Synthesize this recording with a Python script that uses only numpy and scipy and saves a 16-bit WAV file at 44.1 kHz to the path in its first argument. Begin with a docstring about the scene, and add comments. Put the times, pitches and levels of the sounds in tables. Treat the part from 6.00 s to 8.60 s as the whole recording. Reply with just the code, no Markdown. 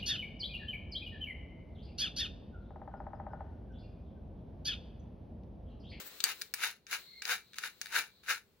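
"""Close stereo microphone in a small timber-framed room; just to the left, a keyless drill chuck is
twisted by hand, motor off. Skin brushes the sleeve, the loose sleeve clacks as the hand grips, and
the lock snaps hard, once. Seven twists drag the pawls over the ratchet teeth, each swelling and
fading with the speed of the sleeve, with more clacks as the hand grips again. About a second in,
a faint thin whine comes and goes. Quiet room air lies under it all."""
import sys
import numpy as np
from scipy import signal
from scipy.fft import rfft, irfft
from scipy.io import wavfile

SR = 44100
rng = np.random.default_rng(int(sys.argv[2]) if len(sys.argv) > 2 else 0)


def materialize(psi):
    """Save the field psi as 16-bit PCM at rate SR to the path in sys.argv[1].

    A 1-D psi becomes a single channel; in a 2-D psi each row is a channel.
    """
    bounded = np.clip(np.atleast_2d(psi).T, -1, 1)
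    quanta = np.round(bounded * 32767).astype(np.int16)
    wavfile.write(sys.argv[1], SR, quanta)


N = 114660

# Spectrum of a pawl knocking on a tooth: frequency_hz, relative_db
TOOTH_SPECTRUM = [(100, -63.5), (350, -22), (700, -19), (1000, -21.5), (1300, -4.5), (1600, 6.5),
                  (2000, -9), (2450, -5), (3200, -27), (4000, -16), (8000, -24.5), (16000, -29.5)]
IMPACT_DB, TOOTH_RATTLE_DB = -9, -5
ROOM_APART_HZ = 3100  # above this, diffuse sound is unrelated in the two channels


def twists():
    """Pawls knock from tooth to tooth and scrape in fine grains all round the sleeve."""
    # Turns of the sleeve: start_s, fastest_s, level_db, rise_s, fall_s, peak_teeth_per_s,
    # scrape_db, knock_db, lead_in_db, body_db
    turns = [(0.237, 0.303, -38.5, 0.092, 0.015, 300, 0.5, -5, -16, 2),
             (0.539, 0.642, -34, 0.021, 0.027, 245, -1, -3.5, -17, 1),
             (0.872, 0.939, -35, 0.016, 0.017, 260, -0.5, -1.5, -28, -0.5),
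             (1.222, 1.314, -35, 0.02, 0.023, 256, 2, 3.5, -19.5, 3),
             (1.558, 1.652, -39, 0.016, 0.019, 250, -2, -2.5, -13, 0.5),
             (1.814, 1.967, -30.5, 0.018, 0.026, 240, -1.5, -0.5, -23.5, 2.5),
             (2.233, 2.304, -31, 0.011, .023, 265, -2, 2.5, -29, -0.5)]
    # Spectrum of the sliding pawls: frequency_hz, relative_db
    scrape_spectrum = [(100, -34.5), (450, -10.5), (950, -2.5), (1500, 1), (2500, 7), (3300, -5),
                       (3900, 2.5), (5700, -6.5), (6500, -3.5), (8000, -12), (9500, -22), (10300, -9),
                       (11000, 1.5), (12200, -22), (14000, -9.5), (15600, -8.5)]
    grains_per_s, grain_scatter_db, scrape_pulsing = 5000, 6, 0.16
    jitter_teeth, tooth_scatter_db = .07, 2.2
    crest_rounding, slide_fall_s = .8, 0.0067
    t = np.arange(N) / SR
    grains = (rng.random((2, N)) < grains_per_s / SR) * rng.choice([-1, 1], (2, N))
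    grains = grains * undb(grain_scatter_db * rng.standard_normal((2, N)))
    grains = spread(grains, apart_hz=3670)
    knocks = scrapes = 0
    for start, fastest, db, rise, fall, rate, scrape_db, knock_db, lead_in_db, body_db in turns:
        from_peak = (t - fastest) / np.where(t < fastest, rise, fall)
        swell = np.exp(crest_rounding - np.hypot(from_peak, crest_rounding)) * (t > start)
        slow_slide = undb(lead_in_db) * np.exp(-np.maximum(t - fastest, 0) / slide_fall_s)
        force = np.hypot(swell, slow_slide) * (t > start)
        teeth_passed = np.cumsum(rate * force ** .13) / SR  # the rate varies far less than the force
        crossings = np.flatnonzero(np.diff(np.floor(teeth_passed)))
        lateness, scatter = rng.standard_normal((N // 100, 2))[:len(crossings)].T
        hits = np.clip(crossings + lateness * jitter_teeth * SR / rate, 0, N - 1).astype(int)
        strength = swell[crossings] * undb(db + knock_db + tooth_scatter_db * scatter)
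        teeth = np.bincount(hits, strength, N) * np.sqrt(SR / rate)
        pulsing = 1 + scrape_pulsing * np.cos(2 * np.pi * teeth_passed)
        scrape = grains * force * undb(db + scrape_db) * pulsing
        grip = response([(700, body_db), (1300, 0.0037)])
        knocks = knocks + through(teeth, grip)
        scrapes = scrapes + through(scrape, grip)
    knocks = chuck(undb(-5) * colour(knocks, TOOTH_SPECTRUM), TOOTH_RATTLE_DB)
    scrapes = chuck(undb(-1) * colour(scrapes, scrape_spectrum), rattle_db=-3.5)
    return knocks + scrapes


def catches():
    """Now and then one tooth holds longer and lets go with a harder knock."""
    # Teeth letting go: time_s, level_db
    releases = [(0.6368, -2.5), (0.933, -16), (1.32, -3), (1.9266, -12), (1.9459, -5), (1.956, -3),
                (1.9641, 0), (2.2856, -6.5), (2.2936, -3)]
    push = np.zeros(N)
    for at, db in releases:
        push[int(at * SR)] = undb(db)
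    return chuck(undb(IMPACT_DB) * colour(push, TOOTH_SPECTRUM), TOOTH_RATTLE_DB)


def clacks():
    """The loose sleeve takes up its slack, chatters briefly and rebounds once."""
    # Sleeve contacts: start_s, level_db, body_db, treble_db, rebound_after_s, rebound_db
    contacts = [(0.204, -1, -5.5, -11, 0.003, -5.5), (0.4145, -6, -4.5, -6.5, 0.0043, 5),
                (0.5394, -5.5, 6, 7.5, .0035, -5), (0.8677, -13.5, -11.5, -16.5, 0.0044, -7),
                (1.2203, -4.5, -6.5, -17, .0025, 1), (1.2539, -0.5, -7, -8.5, .002, -9.5),
                (1.534, -15, -7, -19.5, .009, 2), (1.585, -2.5, 5.5, -7, 0.0062, -12.5),
                (1.6363, -9.5, 5, -25, 0.002155, 3.5), (1.8146, -4.5, -1, -4, .0035, -8),
                (1.859, -13.5, 4, -5.5, 0.01, -3.5), (2.236, -27.5, 4, -40, 0.027, 5)]
    # Spectrum of the struck sleeve: frequency_hz, relative_db
    sleeve_spectrum = [(100, -42), (850, -28.5), (1100, -19.5), (1500, 1.5), (2000, -6.5), (2600, -2.5),
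                       (3200, -12), (4000, -2.5), (5500, -7.5), (6500, -3.5), (8000, -9), (10000, -11.5),
                       (11100, -2), (12500, -24.5), (15500, -8.5)]
    impacts = 0
    for at, db, body_db, treble_db, rebound_s, rebound_db in contacts:
        push = np.zeros(N)
        push[int(at * SR)] = undb(db)
        push[int((at + rebound_s) * SR)] += undb(db + rebound_db)
        chatter = undb(-3) * through(push, tail(t60_s=0.003, build_s=0.00013))
        tone = response([(1700, body_db), (4000, 0.0022), (10000, treble_db)])
        impacts = impacts + through(push + chatter, tone)
    return chuck(undb(IMPACT_DB) * colour(impacts, sleeve_spectrum), rattle_db=-4.5)


def chuck(contact, rattle_db):
    """A contact sets the chuck ringing and its loose parts rattling."""
    # Resonances of the chuck: pitch_hz, relative_db, t60_s
    modes = [(1288, 3, 0.04), (1469, -4.5, 0.026), (1648, -11.5, 0.037), (2080, -19.5, 0.23),
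             (2330, 1, 0.053), (2334, -5, 0.21), (2800, -7, 0.082), (2823, 6, 0.063), (3697, 8, 0.076),
             (4170, -6, 0.099), (5860, -14, 0.023), (6450, -1, 0.044), (6620, 0, 0.047), (10850, -6, .012)]
    t = np.arange(SR // 4) / SR
    ring = sum(undb(db - 47) * np.cos(2 * np.pi * hz * t) * fade(t, t60) for hz, db, t60 in modes)
    rattle = undb(rattle_db) * through(contact, tail(t60_s=0.036, build_s=0.0014))
    return contact + through(contact, ring) + rattle


def snap():
    """The lock jumps over its detent with one hard, light crack and a short, bright echo."""
    # Resonances of the lock: pitch_hz, relative_db, t60_s, left_minus_right_db
    modes = [(1836, -2, 0.016, 6.5), (4670, 11, 0.011, -9), (6630, 0.5, 0.031, -7),
             (8470, 15, 0.00072, 17.5), (13750, 12, 0.0038, 9.5)]
    # Tone of the room's answer: frequency_hz, gain_db
    echo_spectrum = [(6800, -4.5), (8500, -2), (14000, -18.5)]
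    start_s, gain_db = .2404, -26.5
    t = np.maximum(np.arange(N) / SR - start_s, 0)
    sides = np.array([[.5], [-.5]])
    crack = sum(undb(db + gain_db + sides * pan_db) * np.sin(2 * np.pi * hz * t) * fade(t, t60)
                for hz, db, t60, pan_db in modes)
    crack = signal.sosfilt(signal.butter(4, 1296, "high", fs=SR, output="sos"), crack)
    echo = through(through(crack, response(echo_spectrum)), tail(t60_s=.06, build_s=0.0051))
    return crack + undb(-2.5) * echo


def brush():
    """Skin slides over the plastic sleeve; twice a fingertip skids with a thin swish."""
    # Loudness of the sliding hand: time_s, level_db
    rub_levels = [(0, -40), (.04, -51.5), (.063, -48.5), (.09, -52), (.2, -53), (.36, -54.5), (.395, -54),
                  (.45, -56.5), (.52, -68), (.8, -103.5), (1.0, -53), (1.1, -66.5), (1.5, -70),
                  (1.85, -63.5), (2.15, -72), (2.6, -76.5)]
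    # Spectrum of skin on plastic: frequency_hz, relative_db
    skin_spectrum = [(100, -13), (400, 2), (900, -6), (1500, 0), (2400, -1.5), (3200, -2.5), (4200, -3),
                     (6000, -10), (7800, -7), (9500, -18.5), (11000, -7.5), (12500, -13.5), (15000, -2.5)]
    # Fingertip skids: centre_s, level_db, half_length_s
    skids = [(0.074, -46, 0.017), (0.402, -54, 0.015)]
    # Spectrum of a skid: frequency_hz, relative_db
    skid_spectrum = [(1000, -35), (6000, -20), (7900, -2), (9500, -20), (12500, -9), (14500, 6),
                     (16000, -1)]
    t = np.arange(N) / SR
    skid_swells = sum(undb(db) * np.exp(-((t - at) / half) ** 2) for at, db, half in skids)
    rub = colour(stereo_noise(N, ROOM_APART_HZ), skin_spectrum) * curve(rub_levels)
    swish = colour(stereo_noise(N, ROOM_APART_HZ), skid_spectrum) * skid_swells
    return rub + swish


def whine():
    """Two rough tones an octave apart rise briefly out of a faint narrow hiss."""
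    # Swell of the two tones: time_s, upper_db, lower_db
    tone_levels = [(.9, -85, -106.5), (.99, -74, -80), (1.08, -59.5, -72), (1.14, -57, -64),
                   (1.21, -57, -63.5), (1.3, -90, -110)]
    # Loudness of the hiss: time_s, level_db
    hiss_levels = [(0, -67.5), (.3, -58.5), (.8, -93), (1.0, -59.5), (1.45, -69.5), (2.2, -69.5),
                   (2.6, -98)]
    pitch_hz, width_hz = 2123, 115
    upper = noise_band(2 * pitch_hz, 1.2 * width_hz) * curve(tone_levels, column=1)
    lower = noise_band(pitch_hz, width_hz) * curve(tone_levels, column=2)
    hiss = noise_band(centre_hz=4025, width_hz=640) * curve(hiss_levels)
    return upper + lower + hiss


def room_air():
    """Quiet, low, steady room tone."""
    # Spectrum of the still room: frequency_hz, relative_db
    air_spectrum = [(20, -23.5), (60, 1.5), (110, -4), (210, -0.5), (300, -10), (420, -2), (600, -12),
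                    (1500, -23.5), (4000, -26), (8000, -37), (16000, -29)]
    return undb(-69) * colour(stereo_noise(N, apart_hz=1410), air_spectrum, size=8192)


def microphone(sound):
    """Sound from the left reaches the right channel slightly later and, in most bands, weaker."""
    # Balance at the microphone: frequency_hz, left_minus_right_db
    balance = [(300, 2), (1500, 3.5), (2400, 1), (4000, 1.5), (5200, 8.5), (6600, 7), (8800, 7.5),
               (11000, 2), (12500, -2.5), (15500, 11)]
    lag_s = .00003
    left = through(sound[0], response([(hz, db / 2) for hz, db in balance]))[0]
    right = through(sound[1], response([(hz, -db / 2) for hz, db in balance]))[0]
    delay = np.exp(-2j * np.pi * np.arange(N // 2 + 1) * SR / N * lag_s)
    return np.array([left, irfft(rfft(right) * delay, N)])


def undb(db):
    """Decibels to gain."""
    return 10 ** (np.asarray(db) / 20)


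def unit(x):
    """Scale to rms 1."""
    return x / np.sqrt(np.mean(x ** 2))


def fade(t, t60_s):
    """Exponential decay, 60 dB down at t60_s."""
    return np.exp(-np.log(1000) * t / t60_s)


def curve(table, column=1):
    """Gain along a table of time_s, level_db points."""
    rows = np.array(table)
    return undb(np.interp(np.arange(N) / SR, rows[:, 0], rows[:, column]))


def response(points, size=1024):
    """Short minimum-phase response from frequency_hz, gain_db points."""
    hz, db = np.array(points, float).T
    bins_hz = np.maximum(np.arange(size // 2 + 1) * SR / size, 1)
    cepstrum = irfft(np.log(undb(np.interp(np.log(bins_hz), np.log(hz), db))))
    cepstrum[1:size // 2] *= 2
    cepstrum[size // 2 + 1:] = 0
    return irfft(np.exp(rfft(cepstrum)))


def through(x, impulse):
    """Pass a sound through an impulse response."""
    return signal.fftconvolve(np.atleast_2d(x), np.atleast_2d(impulse), axes=-1)[:, :N]


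def colour(x, points, size=1024):
    """Shape the spectrum with a response of unit energy."""
    impulse = response(points, size)
    return through(x, impulse / np.linalg.norm(impulse))


def spread(x, apart_hz):
    """Two unrelated sounds become a pair that is alike in the bass and unrelated in the treble."""
    size = x.shape[1]
    mid, side = rfft(x)
    side = side * np.clip(np.arange(len(side)) * SR / size / apart_hz, .35, 1)
    return unit(irfft(np.array([mid + side, mid - side]), size))


def stereo_noise(size, apart_hz):
    """Noise whose two channels are unrelated above apart_hz."""
    return spread(rng.standard_normal((2, size)), apart_hz)


def noise_band(centre_hz, width_hz):
    """Noise in one steep resonance."""
    detuning = (np.arange(N // 2 + 1) * SR / N - centre_hz) / width_hz
    return unit(irfft(rfft(stereo_noise(N, apart_hz=6000)) / (1 + detuning ** 2) ** 2, N))


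def tail(t60_s, build_s):
    """Diffuse stereo decay of unit energy a channel, with a short build-up."""
    t = np.arange(SR // 2) / SR
    decay = stereo_noise(len(t), ROOM_APART_HZ) * fade(t, t60_s) * np.minimum(t / build_s, 1)
    return decay / np.sqrt(np.sum(decay ** 2) / 2)


def scene():
    """The chuck is close to the microphone and a little to the left; the room answers briefly."""
    ratchet = twists() + clacks() + catches()
    room = undb(-12.5) * through(ratchet.mean(axis=0), tail(t60_s=0.17, build_s=0.015))
    return microphone(ratchet + room + snap() + brush() + whine()) + room_air()


def record(dry):
    """The recorder cuts the top steeply above 15850 Hz."""
    return signal.sosfilt(signal.ellip(10, .2, 70, 15850, fs=SR, output="sos"), dry)


dry = scene()
out = record(dry)
materialize(out)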